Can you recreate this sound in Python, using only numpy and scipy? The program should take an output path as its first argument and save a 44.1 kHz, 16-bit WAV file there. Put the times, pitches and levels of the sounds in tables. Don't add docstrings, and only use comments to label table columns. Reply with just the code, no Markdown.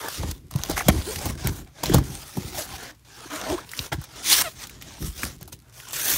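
import sys
import numpy as np
from scipy import signal
from scipy.io import wavfile
from scipy.ndimage import uniform_filter1d

SR = 44100
rng = np.random.default_rng(int(sys.argv[2]) if len(sys.argv) > 2 else 0)


def put_to_file(sound):
    columns = np.atleast_2d(sound).T
    safe = np.clip(columns, -1, 1)
    whole_steps = np.round(safe * 32767)
    wavfile.write(sys.argv[1], SR, whole_steps.astype(np.int16))


N = 272273

# pitch_hz, level_db per Hz
AIR_SPECTRUM = [(18, -41.5), (30, -8.5), (139, 1.5), (181, -13), (268, -13), (493, -27), (1240, -23),
                (1490, -30), (1940, -25.5), (15200, -32.5), (16500, -37)]
# pitch_hz, rms_db
HUM_TONES = [(59, -63), (119, -60.5)]
# pitch_hz, t60_s, gain_db
WALL_MODES = [(54.6, 0.064, 0.5), (80.4, 0.077, 1), (137.2, 0.064, 1), (197, 0.057, -4),
              (252.7, 0.036, -1.5), (305, 0.038, 1.5), (376, 0.043, -1.5), (500, 0.02, -8), (690, .05, -24),
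              (950, .04, -17.5)]
# strongest_s, drive_db, held_s
SHOVES = [(0.0, -46, .1), (0.2, -24, .07), (0.32, -31, .02), (0.39, -40, .07), (0.57, -29, .01),
          (0.63, -35, .02), (0.7, -26, .04), (0.82, -35, .03), (0.89, -19, .05), (0.99, -27, .01),
          (1.06, -30, .06), (1.17, -28, .005), (1.262, -18, .03), (1.46, -15, .02), (1.35, -33, .06),
          (1.56, -33, .06), (1.8, -41, .01), (1.84, -24, .06), (1.94, -13, .05), (2.07, -29, .06),
          (2.2, -38, .04), (2.37, -25, .02), (2.46, -31, .01), (2.52, -33, .06), (2.65, -39, .03),
          (2.71, -33, .04), (3.33, -45, .02), (3.5, -30, .01), (3.6, -40, .03), (3.8, -36, .005),
          (3.93, -36, .005), (4.13, -42, .24), (4.4, -37, .03), (4.54, -41, .25), (4.83, -39, .08),
          (5.02, -22, .02), (5.16, -37, .04), (5.24, -29, .01), (5.32, -40, .06), (5.45, -34, .01),
          (5.53, -35, .005), (5.91, -42, .2), (6.14, -28, .005)]
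# start_s, drive_db, struck_pitch_hz, contact_s
BUMPS = [(0.191, -21.5, 93, 0.0011), (0.231, -16.5, 172, 0.0029), (0.258, -19, 70.0, 0.0014),
         (0.282, -20.5, 110, 0.0016), (0.31, -21, 51.1, 0.002), (0.519, -22.5, 96, 0.0038),
         (0.553, -20, 148, 0.0015), (0.59, -25.5, 91.5, 0.0022), (0.695, -17.5, 283, 0.00069),
         (0.861, -9.5, 132, 0.004), (0.881, 2, 189, 0.0022), (0.908, -28, 124, 0.0023),
         (0.95, -10.5, 76.4, 0.0014), (0.977, -10.5, 66, 0.0022), (1.16, -17, 86.1, 0.0036),
         (1.256, -11, 91.5, 0.0021), (1.281, -15, 137, 0.0047), (1.446, -14, 147, 0.0018),
         (1.469, -21, 149, 0.0016), (1.834, -21.5, 103, 0.0032), (1.895, -8.5, 360, 0.0015),
         (1.912, -11, 168, 0.0015), (1.938, -6.5, 188, 0.0018), (1.948, -7.5, 93.5, 0.0018),
         (1.962, -9, 110, 0.0018), (1.983, -11.5, 86.1, 0.0024), (2.005, -15, 83.4, 0.002),
         (2.1, -27, 114, 0.0023), (2.368, -15, 270, 0.0018), (2.3755, -12, 170, 0.002),
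         (2.442, -19.5, 91.5, 0.0018), (2.578, -25, 66.6, 0.0026), (3.254, -33, 334, 0.0012),
         (3.792, -20, 124, 0.00067), (3.921, -22, 130, 0.0013), (3.939, -19, 68, 0.0011),
         (3.979, -15.5, 124, 0.0033), (5.017, -19, 56.5, 0.0017), (5.045, -22, 51.4, 0.0033),
         (5.07, -13.5, 61, 0.003), (5.231, -19, 230, 0.0013), (5.416, -30, 156, 0.0019),
         (6.137, -32, 69.5, 0.002)]
# start_s, peak_db, centre_hz, t60_s, bright_crack_db (gain)
SNAPS = [(0.084, -16, 1100, 0.017, -13), (0.232, -21, 710, 0.025, -35), (0.312, -18.5, 5950, 0.023, 7),
         (0.511, -26.5, 1090, 0.019, -6), (0.559, -22, 837, 0.021, -10), (0.581, -33, 5000, 0.012, -3),
         (0.587, -28, 4000, 0.015, -3), (0.592, -25, 1210, 0.018, -20), (0.615, -31, 3450, 0.015, -10),
         (0.6355, -14, 5500, 0.014, -1), (0.649, -26, 4500, 0.04, -3), (0.66, -26, 3200, 0.015, -5),
         (0.688, -27, 4500, 0.01, -2), (0.697, -15, 700, 0.025, -16), (0.707, -20, 5000, 0.03, -2),
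         (0.713, -17, 650, 0.017, -11), (0.768, -24, 2060, 0.011, -6.5), (0.779, -12, 950, 0.012, -10),
         (0.884, -0.5, 665, 0.024, -17.5), (1.02, -26.5, 3680, 0.033, -12), (1.159, -17, 3240, 0.022, -2),
         (1.255, -17, 780, 0.058, -11.5), (1.444, -31, 810, 0.033, -13), (1.472, -7.5, 820, 0.011, 0),
         (1.836, -9.5, 805, 0.018, -15), (1.858, -13, 4000, 0.01, -12), (1.896, -22.5, 1430, 0.036, -14),
         (1.937, -13.5, 620, 0.041, -13.5), (1.943, -5, 675, 0.034, -18), (1.982, -16.5, 930, 0.035, -18),
         (2.369, -22.5, 750, 0.058, -15.5), (2.948, -48, 5300, 0.032, -5), (3.691, -29, 4000, 0.033, -5),
         (3.715, -25, 8000, 0.03, 4), (3.734, -22, 1770, 0.017, -15.5), (3.775, -25, 6860, 0.036, -2),
         (3.791, -13, 4370, 0.016, -15), (3.92, -36, 1280, 0.03, -9), (3.927, -23.5, 950, 0.09, -10.5),
         (4.014, -30.5, 1320, 0.043, -13), (4.039, -27.5, 1310, 0.036, -5),
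         (4.413, -10.5, 1170, 0.037, -10), (4.67, -25.5, 5360, 0.026, 4), (4.695, -28.5, 2290, 0.034, -1),
         (4.822, -24, 3000, 0.03, -3), (5.025, -28, 1540, 0.036, -9), (5.177, -27, 5880, 0.055, -1),
         (5.232, -12, 1860, 0.018, -14), (5.411, -33, 680, 0.015, -13), (5.428, -25.5, 837, 0.011, -4),
         (5.476, -31, 1020, 0.073, -8), (5.8, -30, 2660, 0.017, -12), (5.886, -28, 6000, 0.017, -1),
         (5.908, -26, 920, 0.022, -6), (5.924, -26, 12000, 0.014, -9), (5.931, -19, 934, 0.016, -9)]
# start_s, end_s, first_hz, middle_hz, last_hz, drive_db, fall_db (for each overtone)
SQUEAKS = [(0.764, 0.773, 2400, 1900, 1050, -30, 15), (0.772, 0.786, 1300, 850, 620, -27, 7.5),
           (0.772, 0.791, 1700, 2250, 2070, -32, 20), (0.792, .815, 2400, 1750, 520, -28, 15),
           (0.807, .826, 2500, 2030, 1515, -34, 20), (1.065, 1.113, 310, 427, 435, -29, 18),
           (1.113, 1.142, 483, 522, 443, -39.5, 5), (2.572, 2.58, 540, 820, 800, -32, 19),
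           (2.579, 2.614, 538, 660, 560, -31, 18), (2.73, 2.754, 815, 790, 760, -42.5, 18),
           (3.328, 3.357, 298, 305, 307, -36.5, 4), (3.456, 3.49, 653, 655, 543, -36, 16),
           (3.487, 3.529, 325, 299, 292, -28, 13), (3.522, 3.559, 373, 364, 330, -22, 48),
           (3.579, 3.596, 1010, 1105, 1530, -30.5, 16), (4.439, 4.488, 762, 654, 598, -33.5, 2.5)]
# touch_s, crest_s, lift_s, crest_hiss_db (before the rubbing mix),
# swell_db (crest over touch), fade_db (crest over lift), sheen_db and board_db (against the hiss),
# board_resonance_hz
STROKES = [(0.0, 0.04, 0.085, -39.5, 1.0, 1.0, 5.0, 8, 1000.0),
           (0.085, 0.15, 0.2, -37.0, 0.0, 0.0, 1.5, -6.5, 1250.0),
           (0.2, 0.23, 0.244, -40.0, 0.5, 0.0, 1.5, -0.5, 750.0),
           (0.244, 0.318, 0.325, -38.0, 5.5, 6.5, 0.5, -0.5, 900.0),
           (0.325, 0.349, 0.42, -53.0, 0.0, 19.5, 6.0, -1.5, 735.0),
           (0.506, 0.687, 0.698, -40.5, 10.5, 1.0, 0.0, 1.0, 950.0),
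           (0.698, 0.708, 0.76, -33.0, 5.5, 9.5, -1.0, 0.5, 705.0),
           (0.76, 0.778, 0.828, -33, 5, 7, 7, 4, 1800),
           (0.83, 0.86, 0.883, -39.0, 3.0, 0.0, -1.0, -1.0, 670.0),
           (0.883, 0.886, 0.91, -23.5, 2, 13.0, -6.5, 11.0, 660.0),
           (0.91, 0.95, 1.02, -37.5, 0.5, 3.0, 3.0, 1.0, 680.0),
           (1.02, 1.11, 1.206, -36.0, 7.5, 2.5, 5.5, -2.0, 500.0),
           (1.206, 1.3, 1.312, -35.0, 5.0, 3.5, 4.0, 0.5, 800.0),
           (1.312, 1.32, 1.375, -46.5, 0.5, 13.0, 2.0, 2.0, 930.0),
           (1.375, 1.48, 1.5, -35.5, 10.5, 5.0, -1.5, 0.0, 870.0),
           (1.5, 1.594, 1.662, -48.0, 0.0, 22.0, 8.5, 3.0, 800.0),
           (1.662, 1.67, 1.72, -61.0, 0.0, 9.0, -4.5, 8.5, 800.0),
           (1.72, 1.796, 1.832, -44.5, 22.0, 2.5, -4.5, 2.5, 810.0),
           (1.833, 1.84, 1.917, -31.0, 0.0, 6.0, -1.0, 1.0, 590.0),
           (1.917, 1.939, 2.035, -29.5, 10.0, 20.0, -1.5, 7.5, 620.0),
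           (2.035, 2.128, 2.355, -44.0, 0.5, 2.0, 5.0, -2.5, 1050.0),
           (2.355, 2.375, 2.526, -43.5, 0.0, 0.0, 4.5, -2.0, 600.0),
           (2.526, 2.598, 2.66, -34.0, 10.0, 9.5, 7.0, 2.0, 670.0),
           (2.66, 2.764, 2.78, -37.5, 6.0, 12.5, -1.0, -0.5, 1000.0),
           (2.78, 2.84, 2.915, -42.0, 2.5, 5.5, -2.0, 5, 1750.0),
           (2.915, 2.92, 2.96, -60.0, 0.0, 11.5, -3.5, 8.5, 900.0),
           (3.048, 3.193, 3.3, -44.5, 12.0, 2.0, -2.5, -0.5, 1100.0),
           (3.3, 3.348, 3.402, -37.5, 6.0, 1.5, 2.5, 6.5, 1060.0),
           (3.402, 3.52, 3.655, -36.5, 3.5, 16.0, -3.0, 5.5, 800.0),
           (3.655, 3.798, 3.812, -39.0, 16.0, 3.5, 4.0, -1.5, 1450.0),
           (3.812, 3.862, 3.918, -40.0, 2.5, 28.5, 6.0, 0.0, 1260.0),
           (3.918, 3.928, 3.96, -31.5, 11.0, 23.0, -6.5, 8.5, 1100.0),
           (3.96, 4.04, 4.07, -47.0, 8.0, 6.5, -7.5, 0.5, 1150.0),
           (4.07, 4.186, 4.226, -42.0, 11.5, 0.0, -4.0, 1.5, 1100.0),
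           (4.226, 4.26, 4.265, -26, 15, 0, 1, -10, 1600),
           (4.265, 4.32, 4.37, -14.5, 10, 5, 2.5, -14, 1900),
           (4.37, 4.38, 4.423, -21, 0, 2, 5.0, -8.0, 1800.0),
           (4.425, 4.459, 4.55, -38.0, 0.0, 17.0, 5.5, -0.5, 870.0),
           (4.55, 4.64, 4.668, -33.5, 20.5, 17.0, -1.5, -6.0, 1400.0),
           (4.668, 4.75, 4.81, -51.5, 0.0, 6.0, -2.5, 0.5, 1150.0),
           (4.81, 4.888, 4.99, -45.0, 2.0, 1.5, -5.0, -2.5, 750.0),
           (4.99, 5.068, 5.124, -37.0, 13.0, 13.5, 9.0, -7.5, 1130.0),
           (5.124, 5.24, 5.256, -34.5, 19.5, 5.0, 6.0, -4.5, 1600.0),
           (5.256, 5.262, 5.38, -38.5, 1.5, 24.0, 4.5, -2.0, 1600.0),
           (5.39, 5.418, 5.5, -47.0, 21.0, 31.0, -11.5, -1.5, 1140.0),
           (5.516, 5.528, 5.57, -37.0, 29.5, 37.5, 7.0, -7.0, 1180.0),
           (5.62, 5.7, 5.725, -67.0, 7.0, 4.0, -6.5, 9.5, 1300.0),
           (5.725, 5.792, 5.87, -48.5, 7.0, 0.0, 5.5, -3.5, 1530.0),
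           (5.87, 5.88, 5.93, -42.5, 1.5, 1.5, -0.5, -3.0, 1120.0),
           (5.932, 5.966, 6.018, -29.0, 3.5, 1.0, 6.0, -10.5, 1600.0),
           (6.018, 6.106, 6.174, -25.0, 8.5, 5.0, 11.0, -6.0, 1500.0)]
# pitch_hz, level_db per Hz
GLOVE_SPECTRUM = [(650, -40.5), (1100, -6), (1460, -15), (1730, -9.5), (2070, -5), (3700, -2.5), (4380, -4),
                  (6160, -2.5), (7720, -7), (8650, -4), (12700, -4), (15600, -4.5), (16500, -36)]
# pitch_hz, level_db per Hz
BOARD_SPECTRUM = [(120, -33.5), (200, -7.5), (312, -1.5), (457, -4), (588, -3), (926, -5.5), (1210, -8),
                  (1570, -3.5), (2890, -18.5), (3500, -10), (4550, -58), (7700, -120)]

AIR_DB = -57
ROOM_T60_S, ROOM_ECHO_DB = 0.29, -30
SETTLING_PER_S, SETTLING_DB = 40, -66
SHOVE_RISE_DB_PER_S, SHOVE_FALL_DB_PER_S = 450, 220
RUB_SHAKES_DB = -12
CUTOFF_HZ = 15750
SPARSE_STEP = 20


def from_db(db):
    return 10 ** (np.asarray(db) / 20)


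def rms_one(x):
    return x / np.sqrt(np.mean(x ** 2) + 1e-20)


def lift(hz, centre_hz, height_db, octaves):
    return height_db * np.exp(-.5 * (np.log2(hz / centre_hz) / octaves) ** 2)


def butter_filter(x, order, hz, kind):
    return signal.sosfilt(signal.butter(order, hz, kind, fs=SR, output="sos"), x)


def sparse_drift(rate_hz):
    count, warm_up = N // SPARSE_STEP, 2000
    r = np.exp(-2 * np.pi * rate_hz * SPARSE_STEP / SR)
    chance = rng.standard_normal(count + warm_up + 2)
    wander = signal.lfilter([1], [1, -2 * r, r * r], chance)
    return rms_one(wander[warm_up:warm_up + count])


def fill(sparse):
    return np.interp(np.arange(N) / SPARSE_STEP, np.arange(len(sparse)), sparse)


def drift(rate_hz):
    return fill(sparse_drift(rate_hz))


def grit(per_s, spread_db):
    sizes = from_db(spread_db * np.minimum(rng.exponential(1, N), 5))
    signs = rng.choice([-1, 1], N)
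    return rms_one(sizes * signs * (rng.random(N) < per_s / SR))


def coloured(sources, spectrum, patchy_db, flicker_hz, per_octave=3, centre_hz=1, lift_db=0):
    hz, db = np.transpose(spectrum)
    edges = hz[0] * 2 ** np.arange(0, np.log2(hz[-1] / hz[0]) + .3, 1 / per_octave)
    out = 0
    for k, (low, high) in enumerate(zip(edges, np.minimum(edges[1:], .45 * SR))):
        band = butter_filter(sources[k % 2], 2, [low, high], "band")
        middle = np.sqrt(low * high)
        level_db = np.interp(np.log(middle), np.log(hz), db) + lift(middle, centre_hz, lift_db, 0.39)
        out = out + band * fill(from_db(level_db + patchy_db * sparse_drift(flicker_hz)))
    return rms_one(out)


def room_tone():
    air = coloured(rng.standard_normal((2, N)), AIR_SPECTRUM, patchy_db=0, flicker_hz=5)
    t = np.arange(N) / SR
    hum = sum(np.sqrt(2) * from_db(db) * np.sin(2 * np.pi * hz * t) for hz, db in HUM_TONES)
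    return from_db(AIR_DB) * air + hum


def room(x):
    t = np.arange(round(.4 * SR)) / SR
    tail = rng.standard_normal(len(t)) * from_db(-60 * t / ROOM_T60_S) * (t > .006)
    tail = signal.lfilter(*signal.butter(1, 5000, fs=SR), tail)
    return signal.fftconvolve(x, tail / np.sqrt(np.sum(tail ** 2)))[:N]


def settling():
    envelope = signal.lfilter([1], [1, -.97], grit(SETTLING_PER_S, 3.0) ** 2) ** .5
    ticks = envelope * rng.standard_normal(N)
    return from_db(SETTLING_DB) * rms_one(butter_filter(ticks, 2, [1800, 12000], "band"))


def panels(force):
    out = 0
    for (hz, t60, db), push in zip(WALL_MODES, force):
        r, w = from_db(-60 / (t60 * SR)), 2 * np.pi * hz / SR
        strike = [0, from_db(db) * np.sin(w)]
        out = out + signal.lfilter(strike, [1, -2 * r * np.cos(w), r * r], push + 1e-18)
    return out


def shaking(board):
    t = np.arange(0, N + 50, 50) / SR
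    strongest, db, held = np.transpose(SHOVES)[:, :, None]
    rise_db = SHOVE_RISE_DB_PER_S * np.maximum(strongest - t, 0)
    fall_db = SHOVE_FALL_DB_PER_S * np.maximum(t - strongest - held, 0)
    shove_power = np.sum(from_db(db - rise_db - fall_db) ** 2, axis=0)
    power = np.interp(np.arange(N) / SR, t, shove_power)
    level = np.sqrt(power + (from_db(RUB_SHAKES_DB) * board) ** 2)
    pushes = [grit(300, 2.0), grit(300, 1.8)]
    unshaped_rms = np.sqrt(np.mean(panels(pushes * len(WALL_MODES)) ** 2))
    walls = panels([push * level for push in pushes] * len(WALL_MODES)) / unshaped_rms
    return from_db(-6.5) * butter_filter(walls, 2, 300, "low")


def bumps():
    force, modes_hz = np.zeros((len(WALL_MODES), N)), np.transpose(WALL_MODES)[0]
    spot = from_db(rng.normal(0, 3, (len(BUMPS), len(WALL_MODES))))
    facing = (-1) ** np.arange(len(WALL_MODES))
    for (start, db, hz, contact), share in zip(BUMPS, spot):
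        push = np.sin(np.pi * np.arange(0, 1, 1 / (contact * SR)))
        share = share * facing * from_db(db - 12 + lift(modes_hz, hz, 12, 0.35))
        at = round(start * SR)
        force[:, at:at + len(push)] += np.outer(share, push / push.sum())
    return panels(force)


def snaps():
    length = 4000
    out, t = np.zeros(N + length), np.arange(length) / SR
    noise = rng.standard_normal((len(SNAPS), length))
    for (start, db, hz, t60, crack_db), burst in zip(SNAPS, noise):
        onset = np.minimum(t / (0.02 * t60 + 1e-4), 1)
        burst = burst * from_db(-60 * t / t60) * onset
        core = butter_filter(burst, 2, [hz / 1.55, hz * 1.39], "band")
        crack = signal.lfilter(*signal.butter(1, 1500, "high", fs=SR), burst)
        sound = core + from_db(crack_db) * crack
        at = round(start * SR)
        out[at:at + length] += from_db(db) * sound / np.abs(sound).max()
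    return out[:N]


def squeaks():
    out, waver, rasp = np.zeros(N), drift(73), drift(400)
    for start, end, first_hz, middle_hz, last_hz, db, fall_db in SQUEAKS:
        at = np.arange(round(start * SR), round(end * SR))
        along = np.linspace(0, 1, len(at))
        glide = np.interp(along, [0, .5, 1], [first_hz, middle_hz, last_hz])
        phase = 2 * np.pi * np.cumsum(glide * (1 + 0.018 * waver[at])) / SR
        tone = 0
        for k in range(6):
            partial_db = -fall_db * k + 2.2 * np.roll(waver, 900 * k + 500)[at]
            tone = tone + from_db(partial_db) * np.sin((k + 1) * phase)
        unevenness = from_db(first_hz / 450 * rasp[at])
        out[at] += from_db(db) * np.sin(np.pi * along) ** .35 * tone * unevenness
    return out


def stroke_curves():
    t, out = np.arange(N) / SR, np.zeros((4, N))
    out[3] = 1000
    for touch, crest, lift_s, db, swell_db, fade_db, sheen_db, board_db, board_hz in STROKES:
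        inside = slice(round(touch * SR), round(lift_s * SR))
        hiss_db = np.interp(t[inside], [touch, crest, lift_s], [db - swell_db, db, db - fade_db])
        out[:3, inside] = from_db(hiss_db) * from_db([[0], [sheen_db], [board_db]])
        out[3, inside] = board_hz
    return uniform_filter1d(out, size=89)


def rubbing(hiss, sheen, board, board_hz):
    judder = from_db(0.99 * drift(55) + 1.05 * drift(177))
    crackle = from_db(-6) * grit(90, 6.8)
    glove_grit = [grit(15000, 2.1) + crackle, grit(15000, 3.4) + crackle]
    fine = coloured(glove_grit, GLOVE_SPECTRUM, patchy_db=2.4, flicker_hz=12, per_octave=6)
    low = rms_one(butter_filter(fine, 4, 7500, "low"))
    top = rms_one(butter_filter(fine, 4, 7500, "high"))
    sparse_hz = board_hz[:N // SPARSE_STEP * SPARSE_STEP:SPARSE_STEP]
    board_grit = [grit(5000, 3.3) + crackle, grit(5000, 5.5) + crackle]
    coarse = coloured(board_grit, BOARD_SPECTRUM, patchy_db=3.5, flicker_hz=6.3,
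                      per_octave=6, centre_hz=sparse_hz, lift_db=4.5)
    glove = from_db(-2.5) * hiss * low + from_db(-9.65) * sheen * top
    return judder * (glove + from_db(-3.0) * board * coarse)


def scene():
    hiss, sheen, board, board_hz = stroke_curves()
    near = settling() + shaking(board) + bumps() + snaps() + squeaks()
    near = near + rubbing(hiss, sheen, board, board_hz)
    return (room_tone() + from_db(ROOM_ECHO_DB) * room(near) + near)[None]


def record(dry):
    x = butter_filter(dry, 6, 45, "high")
    x = 1.238 * np.tanh(x / 1.101)
    return signal.sosfilt(signal.ellip(14, .5, 90, CUTOFF_HZ, fs=SR, output="sos"), x)


dry = scene()
out = record(dry)
put_to_file(out)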